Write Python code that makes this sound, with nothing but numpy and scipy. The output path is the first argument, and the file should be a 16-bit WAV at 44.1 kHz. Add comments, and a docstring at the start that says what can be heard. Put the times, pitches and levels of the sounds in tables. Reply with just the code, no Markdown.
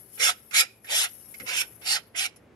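"""A thin high hiss comes and goes over a low room hum; then a stiff card sweeps six times over a fine mesh.
The mesh is stretched in a wooden frame, close by in a small room. The rasp is made of dense random clicks,
the card's edge catching on wires, coloured by the resonances of card and screen; the screen booms along.
Light touches are short bursts of the same clicks, and soft bumps ring the low modes of the frame.
The hiss and the room noise are filtered noise, and the hum is three wavering tones."""
import sys
import numpy as np
from scipy import signal
from scipy.fft import rfft, irfft
from scipy.io import wavfile

SR = 44100
rng = np.random.default_rng(int(sys.argv[2]) if len(sys.argv) > 2 else 0)


def int16_out(signal):
    """Quantize to a 16-bit WAV file."""
    q = np.round(np.clip(np.atleast_2d(signal).T, -1, 1) * 32767)
    wavfile.write(sys.argv[1], SR, q.astype(np.int16))


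N = 112455
T = np.arange(N) / SR   # time in seconds
HZ = np.maximum(np.arange(N // 2 + 1) * SR / N, 1)   # every frequency of the spectrum
SPLIT_HZ = 3350   # body below, treble above
TREBLE_HZ = 7000   # start of the top shelf


# How strongly the card rasps, one curve for each sweep.
# Each row: time in seconds, body level in dB, treble level in dB (both before the lifts below).
SWEEP_CURVES = [
    [(0.18, -43.5, -61.5), (0.19, -50.5, -46.5), (0.202, -33.5, -30.5), (0.22, -28, -26),
     (0.252, -30.5, -19.5), (0.302, -26.5, -26), (0.34, -56, -56.5)],
    [(0.52, -48, -54), (0.528, -49.5, -47), (0.546, -31, -25), (0.568, -29.5, -18.5), (0.61, -30, -19),
     (0.622, -30, -30), (0.665, -53, -58.5)],
    [(0.87, -49, -62), (0.918, -31.5, -31), (0.966, -32.5, -24), (1.022, -30.5, -28), (1.046, -32, -27),
     (1.06, -34.5, -36.5), (1.082, -47, -63.5), (1.095, -70, -50)],
    [(1.445, -72, -82), (1.465, -42, -44), (1.491, -34.5, -32), (1.523, -36, -36), (1.583, -37.5, -25.5),
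     (1.613, -37, -25), (1.621, -37.5, -32), (1.635, -42.5, -48), (1.66, -58, -56.5)],
    [(1.82, -53.5, -58.5), (1.844, -53, -56), (1.862, -41.5, -35.5), (1.878, -38, -30), (1.924, -31, -25),
     (1.95, -32, -27.5), (1.968, -29, -33), (2.005, -52.5, -63)],
    [(2.14, -67, -78), (2.15, -47.5, -62.5), (2.166, -40.5, -34.5), (2.196, -40, -26), (2.264, -33.5, -33),
     (2.278, -46, -56), (2.295, -63, -55)],
]
# How the card is held, one row for each sweep.
# Each row: screen belly lift in dB, screen ring pitch in Hz, ring lift in dB, card pitch in Hz,
# card lift in dB, top lift in dB, left over right in dB.
CARD_GRIPS = [(7.5, 1315, 8.5, 2180, 3.5, -1.5, 0), (5, 1370, 9, 2280, 5, 0, 1),
              (5, 1480, 2, 3700, 4, 2.5, 3), (2, 1500, 2, 2430, 7.5, -1, 1),
              (7.5, 1370, 1, 4400, 9, -1, -1), (-1.5, 1530, 7, 2350, 3.5, -0.5, 0)]
BODY_LIFT_DB, TREBLE_LIFT_DB = 6.5, 5
BELLY_HZ, BELLY_WIDTH_HZ = 880, 240
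RING_WIDTH_HZ, CARD_WIDTH_HZ = 120, 550


def sweeps(body_db):
    """Each sweep drives card and screen with wire catches; the grip sets its colour."""
    rasp = shifting(catches())
    high = colour(rasp, above(SPLIT_HZ))
    low = rasp - high
    spectrum = 0
    for curve, grip in zip(SWEEP_CURVES, CARD_GRIPS):
        belly_db, ring_hz, ring_db, card_hz, card_db, top_db, pan_db = grip
        body, treble = along(curve)
        drive = amp(BODY_LIFT_DB) * body * low + amp(TREBLE_LIFT_DB) * treble * high
        grip_db = belly_db * bell(BELLY_HZ, BELLY_WIDTH_HZ)
        grip_db = grip_db + ring_db * bell(ring_hz, RING_WIDTH_HZ)
        grip_db = grip_db + card_db * bell(card_hz, CARD_WIDTH_HZ)
        grip_db = grip_db + top_db * above(TREBLE_HZ)
        spectrum = spectrum + rfft(drive) * at_ports(body_db + grip_db, pan_db)
    return irfft(spectrum, N)


EDGE_FADE_S = 0.006


def along(curve):
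    """Body and treble gains over time from a sweep's curve, fading to silence outside it."""
    s, *levels = np.transpose(curve)
    to_nearest_end = np.minimum(T - s[0], s[-1] - T)
    inside = np.clip(1 + to_nearest_end / EDGE_FADE_S, 0, 1)
    return [amp(np.interp(T, s, db)) * inside for db in levels]


CATCHES_PER_S, CATCH_SPREAD_DB = 14000, 2
JUDDER_DB, JUDDER_PER_S = 0.51, 90   # spread of the unsteadiness, and how fast it can change


def catches():
    """The edge snaps over wires: dense clicks of uneven size, juddering a little."""
    # one shared stream of clicks and one more for each side
    size_db = CATCH_SPREAD_DB * np.minimum(rng.exponential(1, (3, N)), 4)
    direction = rng.choice([-1, 1], (3, N))
    caught = rng.random((3, N)) < CATCHES_PER_S / SR
    clicks = amp(size_db) * direction * caught
    judder = amp(JUDDER_DB * drift(JUDDER_PER_S))
    return rms_one(pair_up(clicks) * judder)


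SHIFT_DB, SHIFT_WIDTH_HZ, SHIFT_S = 5.5, 182, 0.027   # greatest swing, width of a patch, its duration


def shifting(x):
    """Narrow bands swell and sink, each by its own chance."""
    hz, s, cells = signal.stft(x, SR, nperseg=512, noverlap=384)
    chance = rng.standard_normal(cells.shape[1:])
    chance = smooth(chance, SHIFT_WIDTH_HZ / hz[1], axis=0)
    chance = smooth(chance, SHIFT_S / s[1], axis=1)
    swung = cells * amp(SHIFT_DB * np.tanh(chance))
    return rms_one(signal.istft(swung, SR, nperseg=512, noverlap=384)[1][:, :N])


# Broad colour of the rasp. Each row: frequency in Hz, relative level in dB per Hz.
RASP_COLOUR = [(150, -62.5), (330, -20.5), (480, -14), (800, -9.5), (1050, -13), (1400, -0.5), (2800, 3.5),
               (4800, -3.5), (6500, -3), (9300, -7.5), (11200, -1), (12400, -12.5), (13300, -24),
               (15800, -30)]
# Narrow resonances of card and screen.
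# Each row: frequency in Hz, width in Hz (narrow ones are widened to MIN_WIDTH_HZ), lift in dB.
CARD_AND_SCREEN_MODES = [(518, 41, 6), (710, 30, 7), (1343, 76, 4), (2114, 96, 5), (2586, 47, 3.5),
                         (2960, 200, 2.5), (3450, 16, 2.5), (3980, 150, 2), (4890, 55, 6.5), (5370, 310, 8),
                         (6100, 73, -0.5), (7135, 180, 6), (8606, 270, 10)]
MESH_RIPPLE_DB = 1.38


def card_and_screen_body():
    """Colour in dB: a broad curve, narrow resonances and the ripple of the mesh's many close modes."""
    resonances_db = sum(db * bell(hz, width_hz) for hz, width_hz, db in CARD_AND_SCREEN_MODES)
    return over_hz(RASP_COLOUR) + resonances_db + MESH_RIPPLE_DB * ripple()


MODE_SPACING_HZ = 28


def ripple():
    """Random peaks and dips over frequency, like many close modes; spread 1."""
    return smooth(rng.standard_normal(len(HZ)), MODE_SPACING_HZ * N / SR, axis=0)


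# The boom of the screen, one row for each sweep.
# Each row: start pitch in Hz, end pitch in Hz, level against the sweep's body curve in dB,
# left over right in dB.
BOOM_GLIDES = [(420.3, 800, -17, 2.5), (524, 920, -19.5, 13), (509, 820, -14.5, 20),
               (1040, 900, -16.5, -13), (678, 830, -13.5, -0.5), (640, 860, -14, -6)]
BOOM_WIDTH_HZ = 177


def screen_booms():
    """The stretched screen drums under the card; its pitch glides as the edge crosses it."""
    out = 0
    for curve, (start_hz, end_hz, db, pan_db) in zip(SWEEP_CURVES, BOOM_GLIDES):
        start_s, end_s = curve[0][0], curve[-1][0]
        pitch = np.interp(T, [start_s, end_s], [start_hz, end_hz])
        body, _ = along(curve)
        out = out + amp(db) * body * rubbed_mode(pitch, BOOM_WIDTH_HZ) * pan(pan_db)
    return out


def rubbed_mode(hz, width_hz):
    """A randomly driven resonance whose pitch may glide: two drifting waves a quarter turn apart."""
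    phase = 2 * np.pi * np.cumsum(hz * np.ones(N)) / SR
    return drift(width_hz / 2) * np.cos(phase) + drift(width_hz / 2) * np.sin(phase)


# Light touches of the card.
# Each row: start in seconds, relative level in dB, rise in seconds, decay in seconds,
# treble lift in dB, ring pitch in Hz, ring lift in dB.
LIGHT_TOUCHES = [(0.509, -42, 0.0013, 0.01, -2.5, 2200, 5.5), (0.843, -49.5, 0.0026, 0.016, -4, 1740, 14.5),
                 (1.34, -39.5, 0.0044, 0.0064, -0.5, 2190, 14.5), (1.398, -34.5, .002, .010, -9.5, 2070, 9),
                 (1.416, -40, 0.0015, 0.0066, -25, 2270, -6), (1.616, -20.5, 0.00088, 0.0022, -1, 2330, 9),
                 (1.813, -42.5, 0.0018, 0.017, -20.5, 1700, -7),
                 (2.148, -39.5, 0.0037, .014, -14, 2030, 15), (2.359, -62, 0.0017, 0.012, 7, 10840, 16)]
TOUCH_WIDTH_HZ = 600
HOLLOW_HZ, HOLLOW_WIDTH_HZ, HOLLOW_DB = 3400, 1300, -7   # a light touch leaves the upper mids hollow


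def touches(body_db):
    """Brief grazes into the same body, each with a ring colour of its own."""
    rasp = catches()
    spectrum = 0
    for s, db, rise_s, decay_s, treble_db, ring_hz, ring_db in LIGHT_TOUCHES:
        tint_db = treble_db * above(SPLIT_HZ) + ring_db * bell(ring_hz, TOUCH_WIDTH_HZ)
        tint_db = tint_db + HOLLOW_DB * bell(HOLLOW_HZ, HOLLOW_WIDTH_HZ)
        graze = 2 * swell(s, rise_s, decay_s) * rasp
        spectrum = spectrum + rfft(graze) * causal(db + tint_db)
    return irfft(spectrum * at_ports(body_db, pan_db=0.5), N)


# Faint narrow rings of the card. Each row: start in seconds, pitch in Hz, level in dB before its swell.
CARD_RINGS = [(0.659, 2440, -49)]
AFTER_RISE_S, AFTER_DECAY_S = 0.013, 0.044
AFTER_WIDTH_HZ, AFTER_PAN_DB = 220, -7   # the pan leans right


def after_rings():
    """A faint narrow ring outlasts a sweep."""
    rings = 0
    for s, hz, db in CARD_RINGS:
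        envelope = amp(db) * swell(s, AFTER_RISE_S, AFTER_DECAY_S)
        rings = rings + envelope * rubbed_mode(hz, AFTER_WIDTH_HZ)
    return pan(AFTER_PAN_DB) * rings


# Soft bumps of the frame. Each row: start in seconds, relative level in dB.
FRAME_KNOCKS = [(1.403, -49.5), (1.42, -46), (1.434, -47)]
# Modes of the wooden frame.
# Each row: pitch in Hz, relative level in dB, time to die away by 60 dB in seconds.
FRAME_MODES = [(116, -2.5, 0.23), (207, -6, 0.13), (259, 4.5, .09), (350, -2, 0.048), (509, 0, 0.093)]
BUMP_RISE_S, BUMP_SPREAD_DB = 0.0012, 2.6


def frame_bumps():
    """Soft knocks ring the low modes of the wooden frame, each mode by a slightly random amount."""
    out = 0
    for s, db in FRAME_KNOCKS:
        for hz, mode_db, t60 in FRAME_MODES:
            level = amp(db + mode_db + rng.normal(0, BUMP_SPREAD_DB))
            envelope = swell(s, BUMP_RISE_S, t60 / np.log(1000))
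            out = out + level * envelope * np.sin(2 * np.pi * hz * (T - s))
    return out


# The two microphone ports hear the screen differently.
# Each row: frequency in Hz, left over right in dB.
PORT_BALANCE = [(400, -4), (740, 7.5), (1200, -5), (2100, -13.5), (3300, -4.5), (4700, 0.5), (6000, -3),
                (8400, -19), (9300, 2.5), (10100, 12), (11500, 11.5), (13000, 4.5), (15000, -7.5)]
LEFT_LEAD_S = 0.0002   # the left side hears it this much earlier


def at_ports(body_db, pan_db):
    """Response from the card's edge to each microphone port, of unit power."""
    lead = np.exp(2j * np.pi * HZ * LEFT_LEAD_S * np.array([[.5], [-.5]]))
    body = causal(body_db) / np.sqrt(np.mean(amp(body_db) ** 2))
    return body * pan(over_hz(PORT_BALANCE) + pan_db) * lead


ROOM_DB, ROOM_T60_S, ROOM_DULL_HZ, ROOM_DELAY_S = -27.5, 0.32, 3800, 0.002


def room(x):
    """A short, dull, diffuse tail on each side: decaying filtered noise."""
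    dull_noise = colour(rng.standard_normal((2, N)), 1 / np.hypot(1, HZ / ROOM_DULL_HZ))
    tail = dull_noise * amp(-60 * T / ROOM_T60_S) * (T > ROOM_DELAY_S)
    tail = rms_one(tail[:, :SR]) / np.sqrt(SR)   # unit energy in one second
    return amp(ROOM_DB) * signal.fftconvolve(x, tail, axes=1)[:, :N]


# How loud the thin hiss is. Each row: time in seconds, level in dB before its slight wavering.
HISS_CURVE = [(0, -48), (.07, -54.5), (.17, -44), (.36, -55), (.44, -58), (.52, -52), (.68, -63.5),
              (.81, -63.5), (.86, -49), (1.1, -47.5), (1.25, -49), (1.45, -44.5), (1.66, -48), (1.77, -56),
              (1.85, -48.5), (2.02, -61), (2.12, -70.5), (2.5, -84)]
# Its colour. Each row: frequency in Hz, relative level in dB per Hz, before a random ripple.
HISS_COLOUR = [(1500, -27.5), (2400, -22), (4000, -29), (5500, -18.5), (7500, -22.5), (8700, -16.5),
               (9600, -23), (10250, 0), (10850, -9.5), (11350, 0.5), (11700, -6.5), (12200, -12.5),
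               (13200, -23.5), (15800, -28.5)]
HISS_PAN_DB, HISS_RIPPLE_DB = 10, 3
HISS_WAVER_DB, HISS_WAVER_PER_S = 1.7, 25


def thin_hiss():
    """A faint, slightly uneven hiss near 11 kHz, mostly on the left, made of filtered noise."""
    sides = pan(over_hz(PORT_BALANCE) + HISS_PAN_DB * above(TREBLE_HZ))
    tint = amp(over_hz(HISS_COLOUR) + HISS_RIPPLE_DB * ripple())
    noise = colour(shifting(rng.standard_normal((2, N))), tint * sides)
    level_db = np.interp(T, *np.transpose(HISS_CURVE)) + HISS_WAVER_DB * drift(HISS_WAVER_PER_S)
    return rms_one(noise) * amp(level_db)


# Colour of the room noise. Each row: frequency in Hz, relative level in dB per Hz.
ROOM_NOISE_COLOUR = [(25, -28), (60, -3), (120, 0.5), (230, -2), (400, -0.5), (600, -4.5), (1000, -12.5),
                     (2200, -15.5), (4000, -27.5), (8000, -34.5), (15000, -46.5)]
# How loud it is. Each row: time in seconds, level in dB.
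ROOM_NOISE_CURVE = [(0, -60.5), (1.1, -62), (1.5, -57), (2.1, -59), (2.5, -57)]
# Tones of the hum. Each row: pitch in Hz, level in dB.
HUM_TONES = [(59.5, -77), (113, -69.5), (221, -71.5)]


def background():
    """Low filtered room noise with a hum of tones whose phase wavers."""
    noise = rms_one(colour(pair_up(rng.standard_normal((3, N))), amp(over_hz(ROOM_NOISE_COLOUR))))
    hum = 0
    for hz, db in HUM_TONES:
        phase = 2 * np.pi * hz * T + 0.7 * drift(4)
        hum = hum + amp(db) * np.sqrt(2) * np.sin(phase)
    return amp(np.interp(T, *np.transpose(ROOM_NOISE_CURVE))) * noise + hum


# How alike the two sides sound. Each row: frequency in Hz, shared part of the power from 0 to 1.
SIDE_LIKENESS = [(80, 1), (250, 0.8), (1000, 0.58), (3000, 0.55), (12000, 0.34)]


def pair_up(three):
    """One shared and two separate signals make a stereo pair, less alike towards the treble."""
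    share = np.clip(over_hz(SIDE_LIKENESS), 0, 1)
    return colour(three[0], np.sqrt(share)) + colour(three[1:], np.sqrt(1 - share))


def amp(db):
    """Decibels to gain."""
    return 10 ** (np.asarray(db) / 20)


def rms_one(x):
    """Scale to unit rms."""
    return x / np.sqrt(np.mean(x ** 2) + 1e-20)


def over_hz(points):
    """A table of (Hz, value) spread over all frequencies."""
    hz, value = np.transpose(points)
    return np.interp(np.log(HZ), np.log(hz), value)


MIN_WIDTH_HZ = 70


def bell(hz, width_hz):
    """Shape of a resonance over frequency, 1 on top and never narrower than MIN_WIDTH_HZ."""
    half_width = max(width_hz, MIN_WIDTH_HZ) / 2
    return 1 / (1 + ((HZ - hz) / half_width) ** 2)


def above(hz):
    """Smooth shelf from 0 below to 1 above a frequency."""
    return 1 / (1 + (hz / HZ) ** 4)


def colour(x, gain):
    """Filter by a gain for each frequency."""
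    return irfft(rfft(x) * gain, N)


def causal(db):
    """Minimum-phase response with these gains, so that resonances ring only after their cause."""
    cepstrum = irfft(np.log(amp(db)), N)
    return np.exp(rfft(cepstrum * (1 + np.sign(np.fft.fftfreq(N)))))


def pan(db):
    """Left and right gains of constant power, for a left-over-right level in dB."""
    pair = amp(np.array([[.5], [-.5]]) * db)
    return pair / np.sqrt(np.mean(pair ** 2, axis=0))


def drift(rate):
    """Slow chance with spread 1: noise kept below `rate` in Hz."""
    return rms_one(colour(rng.standard_normal(N), 1 - above(rate)))


def smooth(x, span, axis):
    """Blur over about `span` steps along an axis; rms 1."""
    size = x.shape[axis]
    keep = np.exp(-(2 * span * np.fft.rfftfreq(size)) ** 2)
    blurred = irfft(rfft(np.swapaxes(x, axis, -1)) * keep, size)
    return rms_one(blurred.swapaxes(axis, -1))


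def swell(s, rise_s, decay_s):
    """A quick rise and an exponential decay."""
    age = np.maximum(T - s, 0)
    return (1 - np.exp(-age / rise_s)) * np.exp(-np.minimum(age / decay_s, 20))


def scene():
    """Card, screen and frame in the room, with the hiss and the background."""
    body_db = card_and_screen_body()
    work = sweeps(body_db) + screen_booms() + touches(body_db) + after_rings() + frame_bumps()
    return work + room(work) + thin_hiss() + background()


def record(dry):
    """Everything from 15750 Hz upwards is cut off steeply."""
    return colour(dry, HZ < 15750)


dry = scene()
out = record(dry)
int16_out(out)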